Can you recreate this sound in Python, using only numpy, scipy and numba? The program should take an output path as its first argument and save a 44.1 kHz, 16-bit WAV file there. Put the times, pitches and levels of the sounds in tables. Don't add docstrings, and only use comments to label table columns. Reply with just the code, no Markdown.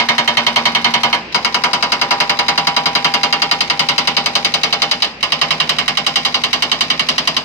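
import sys
import numpy as np
from scipy import signal
from scipy.fft import rfft, irfft
from scipy.io import wavfile
from scipy.ndimage import uniform_filter1d, minimum_filter1d
from numba import njit

SR = 44100
rng = np.random.default_rng(int(sys.argv[2]) if len(sys.argv) > 2 else 0)


def generate_wav(sig):
    pcm = np.round(np.clip(np.atleast_2d(sig).T, -1, 1) * 32767).astype(np.int16)
    wavfile.write(sys.argv[1], SR, pcm)


def natural_amplitude(level_db):
    exponent = np.asarray(level_db, float) / 20
    return 10 ** exponent


N = 328104

COLOUR_HZ = [250, 900, 2200, 3000, 4400, 8000]
RUN_START_S = [1.3, 5.2]
# hz, t60_s
CRACK_T60 = [(200, 0.088), (1000, 0.027), (3000, 0.045), (6000, 0.075), (9000, 0.051), (14000, 0.039)]


def on_log(table, hz):
    table_hz, *columns = np.transpose(table)
    return np.array([np.interp(np.log(hz), np.log(table_hz), column) for column in columns])


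def blows():
    run_blows = [13, 40, 24]
    # first_blow_s, period_ms, change_per_blow_ms, slow_start_ms, late_last_blow_ms
    runs = [
        (-.0060, 94.67, 0, 0, 0),
        (1.3474, 94.07, -.025, 10.4, 16.2),
        (5.2297, 92.98, 0, 0, 0),
    ]
    # db_900_hz, db_2200_hz, db_3000_hz, db_4400_hz
    seat_db = [(-17.5, -9, -16, -15.5), (-17, -12, -18.5, -18.5), (-20.5, -14.5, -17, -16.5)]
    # db_900_hz, db_2200_hz, db_3000_hz, db_4400_hz
    sunk_db = [(-1.2, -2, 1.1, -2), (-3.5, -3.5, 2.3, 4), (-1, -1.5, .3, 0.5)]
    # time_s, depth_0_to_1
    depth_curve = [(0, 0), (.6, 0.7), (1.2, 0.6), (1.34, 0.13), (2.2, 0.14), (3.0, 0.5), (3.9, 0.85),
                   (5.1, 0.83), (5.22, 0), (7.4, 1)]
    # time_s, level_db, tilt_db_per_octave
    glancing = [
        (1.13, -0.5, -1.5),
        (1.347, 1.5, -1),
        (5.023, -0.2, 0.5),
        (5.23, -1.7, -1),
    ]
    start_keep, jitter_ms = 0.28, 0.35
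    force_scatter_db, colour_scatter_db = 0.7, 0.9

    run = np.repeat(np.arange(len(runs)), run_blows)
    k = np.concatenate([np.arange(n) for n in run_blows])
    first_s, period, change, slow, late = np.array(runs)[run].T
    luck = rng.spawn(1)[0].standard_normal((len(k), 6))
    last = np.diff(run, append=-1) != 0
    ms = period * k + change * k ** 2 / 2
    ms = ms + slow * (1 - start_keep ** k) + late * last + jitter_ms * luck[:, 0]
    when = first_s + ms / 1000
    depth = np.interp(when, *np.transpose(depth_curve))[:, None]
    shares = np.array(seat_db)[run] + depth * np.array(sunk_db)[run]
    shares = shares + colour_scatter_db * luck[:, 2:]
    force = force_scatter_db * luck[:, 1]
    for s, db, tilt_db in glancing:
        b = np.abs(when - s).argmin()
        force[b] += db
        shares[b] += tilt_db * np.log2(np.array(COLOUR_HZ[1:-1]) / COLOUR_HZ[2])
    return np.column_stack([when, force, shares])


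def impacts(rows):
    # time_s, level_db against a full blow
    rebounds = [
        (1.147, -10),
        (1.361, -10),
        (5.046, -11),
        (5.239, -10),
    ]
    mean_db = rows[:, 1].mean()
    extra = [(s, mean_db + db, *rows[rows[:, 0] < s][-1, 2:]) for s, db in rebounds]
    rows = np.array(sorted([*map(tuple, rows), *extra]))
    when, run = rows[:, 0] - .0029, np.searchsorted(RUN_START_S, rows[:, 0])
    force = rows[:, 1] - rows[:, 1].mean()
    shares = np.pad(rows[:, 2:], ((0, 0), (1, 1)))
    sparkle_db = np.outer(1.5 * rng.standard_normal(len(rows)), np.array(COLOUR_HZ) > 6000)
    return when, run, force, shares, sparkle_db


def colour(hits, hz, among, bar_share):
    _, _, force, shares, sparkle_db = hits
    change_db = (shares - shares[among].mean(0)) * [0, bar_share, 1, 1, 1, 0]
    off_db = force[:, None] + change_db + sparkle_db
    return natural_amplitude([np.interp(np.log(hz), np.log(COLOUR_HZ), row) for row in off_db])


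def drifting(run, count, keep, reseat):
    w = np.exp(2j * np.pi * rng.random((len(run), count)))
    for b in range(1, len(run)):
        k = np.clip(keep if run[b] == run[b - 1] else reseat, 0, 1)
        w[b] = k * w[b - 1] + np.sqrt(1 - k * k) * w[b]
    return w


def dense(table, t60_table, count, scatter_db, age_s):
    edge = np.linspace(np.sqrt(135), np.sqrt(15800), count + 1) ** 2
    hz = edge[:-1] + np.diff(edge) * rng.random(count)
    t60 = on_log(t60_table, hz)[0] * np.exp(0.061 * rng.standard_normal(count))
    db = on_log(table, hz) + scatter_db * rng.standard_normal(count) + 60 * age_s / t60
    return hz, t60, natural_amplitude(db) * np.sqrt(4 * np.diff(edge) / SR)


def strike(when, gain, hz, t60, rise_s, span_s, spread, rough, choke_s=None):
    swell_s, swell_hz, port_lag_s, block = .017, 250, 0.00012, 64
    t = np.arange(int(span_s * SR) // block * block, dtype=np.float32) / SR
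    delay_s = np.float32(0.00038 * (np.clip(6000 / hz, 1, 2.6) - 1))
    since = np.maximum(t - delay_s[:, None], 0)
    swing_s = swell_s * np.minimum(swell_hz / hz, 1) ** 1.45
    mode_rise_s = np.float32(rise_s * np.clip(3000 / hz, .5, 4) ** 0.26 + swing_s)
    rise = (1 - np.exp(-since / mode_rise_s[:, None])) ** 2
    decay = np.exp(np.float32(-np.log(1000) / t60)[:, None] * t)
    fade = decay * rise * np.cos(np.pi / 2 * (t / span_s) ** 4)
    steps = np.cumsum(rng.standard_normal((len(hz), len(t) // block)), axis=1)
    wander = rough * np.sqrt(block / SR * hz[:, None] / 3000) * steps
    wander = uniform_filter1d(np.repeat(np.float32(wander), block, axis=1), block)
    turn = np.float32(2 * np.pi * hz)[:, None] * t + wander
    waves = np.vstack([fade * np.cos(turn), fade * np.sin(turn)]).astype(np.float32)
    patch = rng.standard_normal(len(hz)) + 0.78 * rng.standard_normal(gain.shape[1:])
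    apart = 2 * np.pi * hz * port_lag_s + spread * np.minimum(hz / 1500, 1.3) * patch
    gain = gain * np.exp(.5j * np.array([apart, -apart]))
    rings = np.concatenate([gain.real, -gain.imag], axis=2).astype(np.float32) @ waves
    if choke_s is not None:
        late_s = np.maximum(t - np.diff(when, append=SR)[:, None], 0)
        rings = rings * np.exp(-late_s / choke_s)
    out, pad = np.zeros((2, N + 2 * SR)), SR
    for b, s in enumerate(when):
        i = pad + int(s * SR)
        out[:, i:i + len(t)] += rings[:, b]
    return out[:, pad:pad + N]


def mode_crowd(hits, crowd, rise_s, span_s, keep, rough, level_db):
    when, run = hits[:2]
    hz, t60, size = crowd
    weight = drifting(run, len(hz), keep, reseat=0.43) * colour(hits, hz, run >= 0, bar_share=1.0)
    gain = natural_amplitude(level_db) * size[:, None] * weight
    return strike(when, gain, hz, t60, rise_s, span_s, spread=1.0, rough=rough)


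def crack(hits):
    # hz, left_db, right_db
    crack_db = [(149, 11, -7), (327, 0.5, 4), (523, -3.5, -32), (1015, 6.5, 0), (1590, -1, -10),
                (2350, -1.5, 5), (2340, -15.5, -3.5), (2910, 1.5, 4.5), (3430, -6.5, -7), (4200, 1.5, -2),
                (4600, -6, -11), (6230, -8, -13.5), (6600, -19, -18.5), (11770, -32.5, -33.5)]
    crowd = dense(crack_db, CRACK_T60, count=450, scatter_db=2.0, age_s=.006)
    return mode_crowd(hits, crowd, rise_s=.0008, span_s=.09, keep=.93, rough=8, level_db=0)


def ring(hits):
    # hz, left_db, right_db
    ring_db = [(150, -8, -15), (347, -18.5, -14.5), (630, -8.5, -13), (1020, -9, -6.5), (1460, -15, -14.5),
               (2220, -20, -6.5), (2240, -29.5, -12), (3130, -14, -5.5), (3260, -13, -21),
               (3930, -20.5, -10.5), (4900, -10, -30), (5850, -26, -29), (6900, -34, -44),
               (11200, -52, -78)]
    # hz, t60_s
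    ring_t60 = [(200, 0.23), (1000, 0.33), (3000, 0.17), (6000, 0.32), (12000, 0.38)]
    crowd = dense(ring_db, ring_t60, count=450, scatter_db=2.0, age_s=.044)
    return mode_crowd(hits, crowd, rise_s=.004, span_s=.27, keep=.8, rough=16, level_db=-4)


def steel_tool(hits):
    steel_hz = [160, 234, 250, 452, 606, 706, 801, 850, 968, 1045, 1142, 1236, 1375]
    # t60_s, left_minus_right_db, seat_1_db, seat_2_db,
    # seat_3_db
    steel = [(0.31, -1, -31, -28.5, -28), (0.43, 0.5, -21.5, -31.5, -34), (0.3, -0.5, -58, -28, -27),
             (0.23, -18.5, -35, -38.5, -42), (0.17, 18, -29.5, -31.5, -37.5),
             (0.15, -3, -18.5, -21.5, -31.5), (0.45, 0, -29.5, -24.5, -29.5), (0.09, 2, -42, -26.5, -36),
             (0.22, -1, -15, -13.5, -40), (0.071, -18, -33, -55, -21), (0.13, -18, -24.5, -24, -27),
             (0.14, -23, -25, -27, -32.5), (0.17, 11, -50, -26.5, -53),
             (0.37, 28, -44, -45, -81), (0.59, 6, -44, -38, -39.5), (0.13, -16.5, -16, -25, -31),
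              (0.14, 13.5, -16, -22, -23.5), (0.1, -34, -41, -29, -26), (0.033, -25, -16, -18.5, -10.5),
              (0.085, -16, -11.5, -32, -24), (0.19, -9, -22, -29, -27), (0.037, -37, -49, -24, -22),
              (0.11, 27.5, -28.5, -30, -33), (0.068, 17, -29, -15, -18.5), (0.065, 15.5, -32, -16, -17.5),
              (0.055, 15.5, -32, -18, -22.5)]
    steel_high_hz = [1500, 1860, 2127, 2190, 2810, 3050, 3157, 3690, 3878, 4306, 4748, 4915, 5040]
    # time_s, mode_801_hz_db, mode_968_hz_db
    grip = [(0, 2, 0), (1.2, 7.5, 2), (1.4, -3, -4.5), (2.2, 3, -1.5), (3.2, 4.5, -2.5), (4.0, 2, -4),
            (5.1, 0.5, -19), (5.5, 1, -30), (6.0, -5, -21)]
    when, run = hits[:2]
    hz, (t60, pan_db, *seat_db) = np.array(steel_hz + steel_high_hz), np.transpose(steel)
    grip_s, *grip_db = np.transpose(grip)
    out = np.zeros((2, N))
    for k, db in enumerate(seat_db):
        seated = run == k
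        weight = drifting(run, len(hz), keep=0.95, reseat=0)
        weight = weight / abs(weight) * colour(hits, hz, seated, bar_share=1.5)
        weight = weight[seated]
        for mode_hz, curve_db in zip([801, 968], grip_db):
            weight[:, hz == mode_hz] *= natural_amplitude(np.interp(when[seated], grip_s, curve_db))[:, None]
        gain = natural_amplitude(db + 2 + np.array([pan_db, -pan_db]) / 2)[:, None] * weight
        out += strike(when[seated], gain, hz, np.clip(t60, .03, .6), rise_s=0.00075, span_s=.3,
                      spread=.45, rough=4.4, choke_s=.02)
    return out


def grit(when):
    # hz, density_db_per_hz
    grit_db = [(2500, -30), (4000, -17), (6000, 6), (9000, -5.5), (15000, -20)]
    fall_s, clicks_per_s = .06, 2200
    kicks = np.zeros(N)
    kicks[np.clip(when * SR, 0, N - 1).astype(int)] = natural_amplitude(1.1 * rng.standard_normal(len(when)))
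    fall = signal.lfilter([1], [1, -np.exp(-1 / (fall_s * SR))], kicks)
    clicks = (rng.random((2, N)) < clicks_per_s / SR) * rng.standard_normal((2, N))
    clicks = clicks * natural_amplitude(2.5 * np.minimum(rng.exponential(size=(2, N)), 3))
    hz = np.fft.rfftfreq(N, 1 / SR) + 1
    patter = irfft(rfft(clicks * fall) * natural_amplitude(on_log(grit_db, hz)), N)
    return natural_amplitude(-49.5) * patter / patter.std()


def valve(when):
    # hz, left_db, right_db
    tick_db = [(800, -49, -56), (2190, -59, -11), (3900, -16, -22.5), (5800, -24.5, -31), (6740, -37, -45),
               (8600, -43.5, -41.5), (14300, -51, -54)]
    # lead_on_blow_s, run_1_db, run_2_db, run_3_db
    ticks = [
        (.0235, 1.5, 4, 4),
        (.034, 3, -9, -6.5),
    ]
    run = np.searchsorted(RUN_START_S, when)
    resumed = np.diff(run, prepend=0) > 0
    out = np.zeros((2, N))
    for k, (lead_s, *run_db) in enumerate(ticks):
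        hz, t60, size = dense(tick_db, CRACK_T60, count=200, scatter_db=3.5, age_s=0.0014)
        uneven = rng.standard_normal((len(when), 2))
        loud = natural_amplitude(np.array(run_db)[run] + 1.0 * uneven[:, 0])[:, None]
        loud[resumed] *= 1 - k
        weight = loud * drifting(run, len(hz), keep=0.97, reseat=0.62)
        tick_s = when - lead_s + 0.0011 * uneven[:, 1]
        out += strike(tick_s, size[:, None] * weight, hz, t60, rise_s=0.00064, span_s=0.064,
                      spread=1.0, rough=28)
    return out


def breaker():
    rows = blows()
    when, hits = rows[:, 0], impacts(rows)
    return crack(hits) + ring(hits) + steel_tool(hits) + grit(when) + valve(when)


def walk(rate_hz):
    k = int(SR / rate_hz)
    held = np.repeat(rng.standard_normal(N // k + 1), k)
    w = uniform_filter1d(uniform_filter1d(held, k), k)[:N]
    return w / w.std()


def excavator():
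    # hz, level_db
    diesel = [(53.8, -51), (80, -59.5), (108, -58), (161.5, -66)]
    # hz, density_db_per_hz
    site_db = [(35, -59), (60, -8.5), (118, -2), (184, 2), (492, -2.5), (579, -3.5), (968, -5.5),
               (1440, -10), (2650, -2.5), (3420, -13.5), (4860, -14), (16000, -81)]
    noise_db, waver_db = -33.5, 1.5
    turn = 2 * np.pi * np.cumsum(1 + 0.00502 * walk(7.3)) / SR
    lines = sum(np.sqrt(2) * natural_amplitude(db + 1.3 * walk(22)) * np.sin(hz * turn) for hz, db in diesel)
    hz = np.fft.rfftfreq(N, 1 / SR) + 1
    mid, side = rfft(rng.standard_normal((2, N))) * natural_amplitude(on_log(site_db, hz))
    noise = irfft(mid + np.clip(hz / 1500, .22, 1) * side * np.array([[1], [-1]]), N)
    return lines + noise * natural_amplitude(noise_db + waver_db * walk(6.0)) / noise.std()


def scene():
    return breaker() + excavator()


@njit
def follow(x, release):
    e, y = 0., np.empty(len(x))
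    for i in range(len(x)):
        e = max(x[i], e * release)
        y[i] = e
    return y


def band_limit(x):
    return signal.sosfilt(signal.butter(12, 16510, fs=SR, output="sos"), x)


def record(dry):
    release_s, threshold, ceiling = 0.0009, .75, .98
    peak = follow(np.abs(dry).max(0), np.exp(-1 / (release_s * SR))) + 1e-9
    gain = np.minimum(np.minimum(1, (threshold / peak) ** .5), ceiling / peak)
    gain = uniform_filter1d(minimum_filter1d(gain, size=48), size=48)
    bass_cut = signal.butter(3, 44, "high", fs=SR, output="sos")
    top_cut = signal.butter(12, 15300, fs=SR, output="sos")
    mix = signal.sosfilt(top_cut, signal.sosfilt(bass_cut, dry * gain))
    return band_limit(mix)


dry = scene()
out = record(dry)
generate_wav(out)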